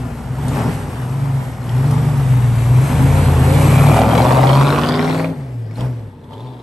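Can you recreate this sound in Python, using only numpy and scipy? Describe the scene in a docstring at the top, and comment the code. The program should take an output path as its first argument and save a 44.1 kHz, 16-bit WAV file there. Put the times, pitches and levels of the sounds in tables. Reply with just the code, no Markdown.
"""V8 pass-by in a lane

A V8 car rolls towards the listener between a building and a hedge, passes close, pulls away and shifts
gear. Uneven firing gives low tones on multiples (orders) of the four-stroke cycle. Each exhaust puff
barks and rasps, with an echo off the asphalt; fan, intake and tyres hiss, and grit snaps."""
import sys
import numpy as np
from scipy import signal
from scipy.fft import rfft, irfft
from scipy.io import wavfile
from scipy.ndimage import uniform_filter1d

SR = 44100
rng = np.random.default_rng(int(sys.argv[2]) if len(sys.argv) > 2 else 0)


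def store_wav(level_fs):
    """Save 16-bit WAV to argv[1]."""
    pcm = np.round(np.clip(np.atleast_2d(level_fs), -1, 1) * 32767)
    wavfile.write(sys.argv[1], SR, pcm.T.astype(np.int16))


N = 292221

# The strong engine orders, as multiples of the four-stroke cycle.
STRONG_ORDERS = 5, 8, 11, 13, 16, 17, 19, 21, 26, 32
# Colour of the exhaust pipe. Each row: frequency in Hz, gain in dB.
PIPE_COLOUR = [(25, -46), (55, 4), (90, -5.5), (130, 8), (185, -2.5), (225, -1.5), (262, 1), (305, -11.5),
               (400, -6.5), (600, -7.5), (2000, -19), (6000, -61.5)]


def from_db(db):
    return 10 ** (np.asarray(db) / 20)


def rms_one(x):
    return x / np.sqrt(np.mean(x ** 2) + 1e-20)


def in_time(rows):
    """One curve per column after the first, which holds seconds."""
    s, *columns = np.transpose(rows)
    return [np.interp(np.arange(N) / SR, s, c) for c in columns]


def at_hz(spectrum, hz):
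    points_hz, db = np.transpose(spectrum)
    return np.interp(np.log(hz + 1), np.log(points_hz), db)


def drift(per_s):
    """A random wander, gliding between Gaussian values."""
    return np.interp(np.arange(N) / SR * per_s, np.arange(400), rng.standard_normal(400))


def delayed(x, seconds):
    return np.interp(np.arange(N) - seconds * SR, np.arange(N), x)


def decaying(x, seconds):
    """Gives each click an exponential tail."""
    return signal.lfilter([1], [1, -np.exp(-1 / (seconds * SR))], x)


def clicks(at, sizes):
    out = np.zeros(N)
    out[at] = sizes
    return out


def resonance(x, hz, width_hz):
    """Two-pole band-pass, unity gain at its peak."""
    r = np.exp(-np.pi * width_hz / SR)
    poles = [1, -2 * r * np.cos(2 * np.pi * hz / SR), r * r]
    return signal.lfilter([(1 - r * r) / 2, 0, (r * r - 1) / 2], poles, x + 1e-18)


def coloured(x, spectrum):
    """Minimum-phase EQ through points of Hz and dB."""
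    cepstrum = irfft(np.log(from_db(at_hz(spectrum, np.linspace(0, SR / 2, 4097)))))
    cepstrum[1:4096] *= 2
    cepstrum[4097:] = 0
    return signal.fftconvolve(x, irfft(np.exp(rfft(cepstrum))))[:N]


def evened(x):
    """Steadies the level over about a tenth of a second, ready for an envelope."""
    return x / np.sqrt(uniform_filter1d(uniform_filter1d(x ** 2, size=5000), size=5000) + 1e-20)


def reflections(x, t60_s, patterns):
    """Diffuse echoes of the lane; their pattern keeps changing because the car moves."""
    out, hop = np.zeros(N + SR * 2), N // patterns + 1
    fade = from_db(-60 * np.arange(SR // 3) / SR / t60_s)
    padded = np.pad(x, (hop, 2 * hop))
    for start in range(0, N + hop, hop):
        piece = padded[start:start + 2 * hop] * np.hanning(2 * hop) ** .5
        tail = fade * rng.standard_normal(SR // 3) / np.sqrt(np.sum(fade ** 2))
        echo = signal.fftconvolve(piece, tail)
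        out[start:start + len(echo)] += echo
    return out[hop:hop + N]


def with_ground_echo(x, share):
    """The tailpipes echo off the asphalt; the lag shrinks as the car leaves, so the comb climbs."""
    # Each row: time in seconds, lag in ms, relative strength 0-1.
    bounce = [(0, .6, .1), (2.5, 1.0, .1), (3.6, 1.6, .25), (3.95, 1.42, .8), (4.17, 1.27, .8),
              (4.35, 1.08, .7), (4.5, .94, .7), (4.85, .64, .8), (5.2, .46, .8), (6.63, .3, .4)]
    lag_ms, strength = in_time(bounce)
    return x + share * strength * delayed(x, lag_ms / 1000)


def hiss(level_db):
    """Fan, intake and tyres: bright noise with a slight flutter."""
    # Each row: frequency in Hz, gain in dB.
    colour = [(2500, 9), (5000, -3.5), (6800, -0.5), (8600, 5), (10200, 1), (11600, 7.5), (12500, -9),
              (13300, -47), (14500, -81)]
    noise = rms_one(coloured(rng.standard_normal(N), colour))
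    return from_db(level_db + .99 * drift(24.23)) * noise


def whirr(hz=2340, width_hz=240):
    """A narrow band of noise from the engine bay swells as the bonnet goes by."""
    # Each row: time in seconds, level in dB.
    swell = [(0, -70), (2.5, -61), (2.85, -51), (3.1, -39), (3.4, -47), (3.52, -37), (3.58, -36.5),
             (3.85, -29.5), (4.05, -39), (4.4, -42), (6.63, -91)]
    band = resonance(resonance(rng.standard_normal(N), hz, width_hz), hz, width_hz)
    return from_db(in_time(swell)[0]) * rms_one(band)


def snaps():
    """Sharp exhaust cracks as the car passes, with grit ticks and a squeak: each a snap and a ring."""
    # Each row: start in seconds, level in dB, pitch in Hz, ring time in ms.
    hits = [(2.444, -41, 2200, 2), (0.483, -17, 9100, 0.99), (.4924, -30, 7000, 1.8),
            (1.6932, -24, 3150, 1.3), (1.911, -19.5, 9600, 1.4), (4.11, -27.5, 3150, 20),
            (4.1782, -18, 2267, 13), (4.1804, -24, 3160, 3.9), (4.32, -30, 6600, 1.8),
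            (4.4717, -18, 3390, 2.4), (4.491, -18, 3150, 3.6), (4.5319, -18.5, 3270, 4.3),
            (4.888, -16, 4700, 1.7), (5.711, -37, 2210, 3.8), (5.7568, -38.5, 4180, 5.2),
            (5.808, -24, 3260, 1.2), (6.242, -42, 3350, 2), (6.335, -35, 3100, 3.9), (6.38, -42, 3550, 3),
            (6.405, -37, 3480, 3), (6.598, -42, 3700, 3)]
    out, t = np.zeros(N + 8000), np.arange(8000) / SR
    for s, db, hz, ring_ms in hits:
        snap = .22 * rng.standard_normal(len(t)) * np.exp(-t / .0072)
        ring = np.sin(2 * np.pi * hz * t) * np.exp(-t * 1000 / ring_ms)
        start = round(s * SR)
        out[start:start + len(t)] += from_db(db) * (snap + ring)
    return signal.sosfilt(signal.butter(3, [1800, 12000], "band", fs=SR, output="sos"), out[:N])


def rumble(throb_db, facing):
    """A bed of low noise in the colour of the pipe, riding on the throb."""
    noise = rms_one(coloured(rng.standard_normal(N), PIPE_COLOUR))
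    return from_db(throb_db - 1.5 - 6 * facing) * noise


def order_tone(order, cycles):
    """A sine locked to a multiple of the engine cycle, at a random phase."""
    return np.sin(2 * np.pi * (order * cycles + rng.random()))


def growl(cycles):
    """Pulling away, single high orders swell, waver and fade; they stop when the throttle shuts."""
    # Each row: loudest moment in seconds, spread in seconds, level in dB.
    swells = [(4.36, 0.19, -25.5), (4.45, 0.2, -22), (4.72, 0.18, -28), (4.7, 0.15, -36), (4.92, 0.16, -26),
              (5.03, 0.1, -23), (5.2, 0.12, -28), (5.22, 0.104, -28)]
    # The multiple of the cycle that sings in each swell.
    orders = 35, 58, 25, 35, 37, 21, 25, 31
    out, t = np.zeros(N), np.arange(N) / SR
    for order, (s, spread, db) in zip(orders, swells):
        envelope = from_db(db + 2.5 * drift(25)) * np.exp(-((t - s) / spread) ** 2)
        out += envelope * order_tone(order, cycles)
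    throttle = np.interp(t, [5.32, 5.345], [1, 0])
    return out * throttle


def silencer_booms(cycle_hz, throb_db):
    """The silencer booms in three bands, each shared by the strong orders in it; gives dB per order."""
    # Each row: centre in Hz, half width in Hz, change in the odd orders' weight in dB
    # once both tailpipes are heard alike from behind.
    bands = [(75.3, 27, -2), (134.3, 17.5, -17), (265, 24, 9)]
    # Weight of each strong order in dB.
    weights_db = -4, 5.5, 1, 4.5, 5.5, -18, -8, -14.5, -6, -10
    # Each row: time in seconds, level of the middle band in dB.
    main_boom = [(0, -27), (.05, -23), (.22, -63), (.31, -17), (.39, -25.5), (.46, -18), (.9, -31.5),
                 (.96, -37), (1.0, -21.5), (1.38, -15), (1.46, -26.5), (1.59, -30.5), (1.77, -13),
                 (2.25, -15), (2.31, -10), (2.62, -14), (2.79, -7), (2.88, -20), (3.05, -10.5), (3.19, -16),
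                 (3.91, -7.5), (3.95, -22), (4.3, -13), (4.61, -9), (4.808, -22), (5.11, -20.5),
                 (5.32, -21.5), (5.345, -40), (5.385, -24), (5.48, -28), (5.59, -22), (5.76, -28),
                 (5.85, -17), (6.09, -33), (6.14, -47), (6.45, -29), (6.63, -38)]
    # Each row: time in seconds, level of the low band in dB, level of the upper band in dB.
    outer_booms = [(0, -28, -30), (.18, -35, -33.5), (.3, -33, -42.5), (.5, -27, -28.5), (.66, -25, -23.5),
                   (.9, -30, -43.5), (1.25, -42, -38), (1.66, -35, -62), (1.88, -28, -26.5),
                   (2.45, -27, -50), (2.71, -20.5, -51), (2.84, -30, -50), (2.92, -21, -31),
                   (3.06, -18, -18), (3.12, -14, -41), (3.41, -14, -25.5), (4.08, -17.5, -20.5),
                   (4.41, -32, -29.5), (4.93, -31.5, -20), (5.325, -35, -26), (5.35, -40, -34.5),
                   (5.68, -52, -51), (5.81, -49, -33), (6.07, -38, -46.5), (6.63, -63, -39.5)]
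    tail_passes_s, turn_s, step = 4.8, .087, 64
    hz, t = np.outer(STRONG_ORDERS, cycle_hz[::step]), np.arange(0, N, step) / SR
    power = from_db(throb_db[::step] - 13 + at_hz(PIPE_COLOUR, hz)) ** 2  # floor between the booms
    behind = .5 + .5 * np.tanh((t - tail_passes_s) / turn_s)
    odd_behind = np.outer(np.mod(STRONG_ORDERS, 2), behind)
    low_db, upper_db = in_time(outer_booms)
    for (centre_hz, width_hz, odd_db), db in zip(bands, (low_db, in_time(main_boom)[0], upper_db)):
        weight = from_db(np.array(weights_db)[:, None] + odd_db * odd_behind) ** 2
        share = weight * np.exp(-((hz - centre_hz) / width_hz) ** 2) + 1e-30
        power += from_db(db[::step]) ** 2 * share / share.sum(axis=0)
    return [np.interp(np.arange(N) / SR, t, 10 * np.log10(p)) for p in power]


def throb(cycle_hz, cycles, throb_db, facing):
    """Low tones of the uneven firing: strong orders boom, weak ones take the pipe's colour and waver."""
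    # Each row: multiple of the cycle, relative level in dB.
    weak_orders = [(3, -28), (4, -9.5), (6, -23), (7, -11), (9, -4), (10, -14), (12, -3.5), (14, -10.5),
                   (15, -10), (18, -2.5), (22, -2.5), (24, -5.5), (27, -1.5), (30, -1), (34, 0), (35, 0.5),
                   (40, 3), (43, 2), (48, 4.5)]
    out = np.zeros(N)
    for order, db in zip(STRONG_ORDERS, silencer_booms(cycle_hz, throb_db)):
        out += from_db(db) * np.sqrt(2) * order_tone(order, cycles)
    tilt_db_per_order = np.interp(facing, [0, 1], [-.2, -.08])
    for order, db in weak_orders:
        colour_db = at_hz(PIPE_COLOUR, order * cycle_hz) + order * tilt_db_per_order
        waver_db = 6.02 * drift(7 + .6 * order)  # higher orders waver faster
        out += from_db(throb_db - 4.5 + db + colour_db + waver_db) * order_tone(order, cycles)
    return out


def manifold_thuds(at, sizes, cylinder):
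    """Every cylinder's puff takes its own path through manifold and silencer."""
    out = np.zeros(N)
    for k in range(8):
        path = rng.standard_normal(500) * np.exp(-np.arange(500) / (.003 * SR))
        path[0] = 7  # the direct pulse
        out += signal.oaconvolve(clicks(at, sizes * (cylinder == k)), rms_one(path))[:N]
    return out


def cracks(at, sizes, pitch_picks):
    """Each crack is a bare click and a spit of noise ringing at up to three of ten pitches."""
    noise = rng.standard_normal(N)
    breath = noise + np.sign(noise)
    rings = np.zeros(N)
    for k, hz in enumerate(np.geomspace(2100, 5500, 10)):
        spit = decaying(clicks(at, sizes * np.any(pitch_picks == k, axis=1)), seconds=.0024)
        rings += resonance(spit * breath, hz, width_hz=900)
    return evened(rings) + .12 * evened(clicks(at, sizes))


def puffs(cycles, facing):
    """Each firing sends a crack and a dying gust of gas down the pipe; gives bark and rasp drives."""
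    # Each row, in firing order: bark accent in dB, rasp accent in dB, both at full facing.
    accents = [(2, 3), (1, -1), (-2, -1), (5, 5.5), (5, 2), (0, 2), (1, -1), (-4, -4)]
    loudest_cylinder, loudest_fires_s, jitter_s = 3, 4.78, .00014
    firing = np.floor(8 * (cycles - cycles[int(loudest_fires_s * SR)])).astype(int) + loudest_cylinder
    due = np.flatnonzero(np.diff(firing)) + 1
    cylinder = firing[due] % 8
    chance = rng.standard_normal((2000, 3))[:len(due)]
    pitch_picks = rng.integers(0, 10, (2000, 3))[:len(due)]
    at = np.clip(due + (jitter_s * SR * chance[:, 0]).astype(int), 0, N - 1)
    accent_db = np.array(accents)[cylinder].T * np.sqrt(facing[due])
    scatter_db = [[1.8], [1.2]] * chance[:, 1:].T
    bark_sizes, rasp_sizes = from_db(accent_db + scatter_db)
    gust = evened(decaying(clicks(at, bark_sizes), seconds=.007))
    turbulence = evened((1.2 - facing + gust) * rng.standard_normal(N))
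    rings = cracks(at, rasp_sizes, pitch_picks)
    thuds = manifold_thuds(at, bark_sizes, cylinder)
    return [np.sqrt(share) * evened(attack) + np.sqrt(1 - share) * turbulence
            for attack, share in ((thuds, facing), (rings, facing ** 2))]


def tailpipes(drive, facing, away_colour, facing_colour, echo_share):
    """Puffs and their ground echo, crossfading between two colours as the tailpipes turn."""
    echoed = with_ground_echo(drive, echo_share)
    return evened((1 - facing) * coloured(echoed, away_colour) + facing * coloured(echoed, facing_colour))


def far_exhaust(drive):
    """Three bands of the exhaust carry from far down the lane."""
    # Each row: centre in Hz, filter width in Hz, relative level in dB.
    bands = [(380, 200, 5), (856, 72, 3), (3360, 880, -8)]
    # Each row: time in seconds, level in dB.
    swell = [(0, -78), (6.15, -51.5), (6.28, -48), (6.33, -40), (6.45, -38), (6.63, -45)]
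    carried = sum(from_db(db) * rms_one(resonance(resonance(drive, hz, width), hz, 2 * width))
                  for hz, width, db in bands)
    return from_db(in_time(swell)[0]) * rms_one(carried)


def pops(rise_ms=1.5, roughness=.3):
    """The loudest single barks, each a quick rough ring of the tailpipe."""
    # Each row: start in seconds, level in dB, pitch in Hz.
    hits = [(2.443, -19, 835), (3.868, -9, 890), (3.942, -8, 894), (3.965, -7.5, 746), (3.99, -5.5, 697),
            (4.016, -2.5, 730), (4.089, -7, 800), (4.153, -4.5, 770), (4.178, -6, 525), (4.219, -11, 780),
            (4.249, -6, 560), (4.313, -8, 555), (4.375, -11, 560), (4.437, -5, 796), (4.492, -18, 580),
            (4.61, -8, 1140), (4.703, -8, 1150), (4.785, -11, 1040), (5.781, -24, 501), (6.307, -34, 850)]
    out, t = np.zeros(N + 2000), np.arange(2000) / SR
    age = t * 1000 / rise_ms
    envelope = age * np.exp(1 - age)
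    for s, db, hz in hits:
        rough = roughness * rms_one(resonance(rng.standard_normal(len(t)), hz, width_hz=400))
        start = round(s * SR)
        out[start:start + len(t)] += from_db(db - 1) * envelope * (np.sin(2 * np.pi * hz * t) + rough)
    return out[:N]


def rasp(drive, bark_db, facing):
    """The bright edge of the puffs; it gains on the bark as the car pulls away under load."""
    # Tailpipes turned away, then facing. Each row: frequency in Hz, gain in dB.
    away_colour = [(900, -45), (1500, 14), (2000, 26.5), (2600, 15.5), (3300, 19), (4500, 17.5),
                   (5500, 23.5), (9000, -4), (14000, -72)]
    facing_colour = [(900, -56), (1500, 31), (2000, 26.5), (2600, 23.5), (3300, 21.5), (4500, 19),
                     (6000, 8.5), (9000, 2), (14000, -52)]
    # Each row: time in seconds, level against the bark in dB.
    balance = [(0, -19), (.6, -18.5), (1.1, -18), (1.58, -17), (1.7, -18), (2.0, -16), (2.8, -20.5),
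               (3.6, -30), (3.9, -18), (4.3, -16), (4.75, -9.5), (5.0, -7.5), (5.25, -10), (5.29, -17),
               (5.33, -26), (5.36, -19), (5.8, -15), (6.3, -33), (6.63, -24)]
    edge = tailpipes(drive, facing, away_colour, facing_colour, echo_share=.58)
    return from_db(bark_db + in_time(balance)[0]) * edge


def bark(drive, bark_db, facing, dull_hz=814):
    """The midrange body of the puffs; off the throttle it loses its top first."""
    # Tailpipes turned away, then facing. Each row: frequency in Hz, gain in dB.
    away_colour = [(150, -48), (300, 2.5), (400, 4.5), (520, 0.5), (640, 3), (760, 8), (880, 7), (1000, 5),
                   (1400, 0), (2000, -17.5), (4000, -47), (9000, -57)]
    facing_colour = [(150, -49.5), (310, 11), (420, 11.5), (460, 6.5), (560, 9), (640, 7.5), (760, 13),
                     (940, 12), (1150, 11), (1430, 1.5), (2000, -24), (4000, -80), (9000, -103)]
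    # Each row: time in seconds, low-passed share 0-1.
    dulling = [(0, 0.03), (5.25, 0.08), (5.285, 0.8), (5.72, .7), (5.79, 0.03), (5.87, 0.2), (5.95, 0.7),
               (6.25, .5), (6.32, 0), (6.63, 0)]
    body = from_db(bark_db) * tailpipes(drive, facing, away_colour, facing_colour, echo_share=.52)
    muffled = signal.sosfilt(signal.butter(4, dull_hz, fs=SR, output="sos"), body)
    dulled = in_time(dulling)[0]
    return (1 - dulled) * body + dulled * muffled


def scene():
    """The car nears, revs and leaves; the lane adds echoes and stereo width."""
    # Engine speed. Each row: time in seconds, four-stroke cycles per second (eight firings each).
    speed = [(0, 7.8), (.17, 7.1), (.36, 8.1), (.5, 9.9), (.61, 14.6), (.7, 13.9), (.8, 12.5), (.94, 10.0),
             (1.0, 7.8), (1.06, 7.8), (1.2, 8.75), (1.37, 8.4), (1.54, 7.4), (1.73, 7.5), (1.8, 8.2),
             (1.88, 9.05), (2.0, 9.4), (2.12, 9.0), (2.32, 7.85), (2.58, 7.25), (2.78, 7.85), (2.98, 9.9),
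             (3.21, 11.4), (3.39, 10.0), (3.47, 10.4), (3.55, 11.6), (3.69, 11.65), (3.96, 13.65),
             (4.13, 14.05), (4.29, 15.9), (4.5, 16.55), (4.9, 18.9), (5.28, 20.6), (5.325, 20.6),
             (5.37, 18.3), (5.48, 15.8), (5.71, 13.3), (5.86, 16.2), (6.19, 11.1), (6.32, 12.2),
             (6.46, 16.0), (6.63, 14.7)]
    # Each row: time in seconds, bark level in dB, hiss level in dB.
    levels = [(0, -37.5, -44), (.3, -38.5, -45), (.45, -33, -38), (.51, -32, -36), (.57, -27, -33),
              (.68, -27.5, -36.5), (.73, -34.5, -36), (.82, -35, -39.5), (1.05, -36.5, -42),
              (1.4, -36, -40.5), (1.6, -38.5, -44), (1.68, -36, -40), (1.78, -32.5, -38), (1.9, -31, -37.5),
              (2.55, -34, -36), (2.9, -27, -30.5), (3.1, -25.5, -29.5), (3.4, -24.5, -30), (3.62, -22, -25),
              (3.98, -17, -26.5), (4.05, -17, -30.5), (4.2, -14.5, -29), (4.72, -19, -31.5),
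              (4.93, -21.5, -36.5), (5.2, -24, -36), (5.27, -27.5, -43), (5.325, -29, -51),
              (5.345, -36.5, -51), (5.58, -46.5, -55.5), (5.72, -41, -59.5), (5.765, -42.5, -47),
              (5.795, -31, -47), (5.83, -32, -44), (5.875, -37, -49), (5.91, -39.5, -52), (6.16, -47, -63),
              (6.35, -43, -55.5), (6.63, -45, -59.5)]
    # Each row: time in seconds, how squarely the tailpipes face the listener 0-1.
    aim = [(0, .06), (2.6, .08), (3.5, .25), (3.9, .75), (4.4, .85), (4.8, .92), (5.28, .85), (5.4, .2),
           (6.2, .4), (6.35, .5), (6.63, .5)]
    # Stereo width. Each row: frequency in Hz, side gain in dB.
    width = [(60, -43), (200, -16), (380, -13), (700, -9), (1300, -5), (2400, -4.5), (4400, -5),
             (6500, -9.5), (9000, -35), (12000, -36), (15000, -18)]
    # EQ of the left channel. Each row: frequency in Hz, gain in dB.
    left_colour = [(200, 0.5), (700, 0.5), (1290, -1), (2380, 0), (4400, 1.5), (8120, -0.5)]
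    flywheel_s, throb_hold_s, lane_db = .05, .008, -10
    cycle_hz = uniform_filter1d(in_time(speed)[0], size=int(flywheel_s * SR))
    cycles = np.cumsum(cycle_hz) / SR
    bark_db, hiss_db = in_time(levels)
    facing = in_time(aim)[0]
    # The throb follows the bark, just outlasts it, and recedes as the tailpipes face the listener.
    throb_db = np.maximum(bark_db, delayed(bark_db, throb_hold_s)) + 7 - 9 * facing
    bark_drive, rasp_drive = puffs(cycles, facing)
    exhaust = bark(bark_drive, bark_db, facing) + pops() + rasp(rasp_drive, bark_db, facing)
    exhaust += far_exhaust(bark_drive + rasp_drive)
    bed = rumble(throb_db, facing)
    bright = exhaust + hiss(hiss_db) + whirr() + snaps() + growl(cycles)
    mid = throb(cycle_hz, cycles, throb_db, facing) + bed + bright
    mid += from_db(lane_db) * reflections(bright, t60_s=.2, patterns=30)
    side = coloured(reflections(mid, t60_s=.023, patterns=90), width)  # wall one side, hedge the other
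    return np.array([from_db(2.5) * coloured(mid + side, left_colour), from_db(1.74) * (mid - side)])


def record(dry):
    """The left microphone's port turns the treble's phase full circle; peaks round off, the top is cut."""
    port_hz, port_width_hz = 10180, 1900
    roll_off_hz, cutoff_hz = 13200, 15800
    r = np.exp(-np.pi * port_width_hz / SR)
    poles = [1, -2 * r * np.cos(2 * np.pi * port_hz / SR), r * r]
    left = signal.lfilter(poles[::-1], poles, dry[0])  # all-pass
    rounded = 1.055 * np.tanh(np.array([left, dry[1]]) / 1.426)
    softened = signal.sosfilt(signal.butter(4, roll_off_hz, fs=SR, output="sos"), rounded)
    return signal.sosfilt(signal.cheby2(12, 70, cutoff_hz, fs=SR, output="sos"), softened)


dry = scene()
out = record(dry)
store_wav(out)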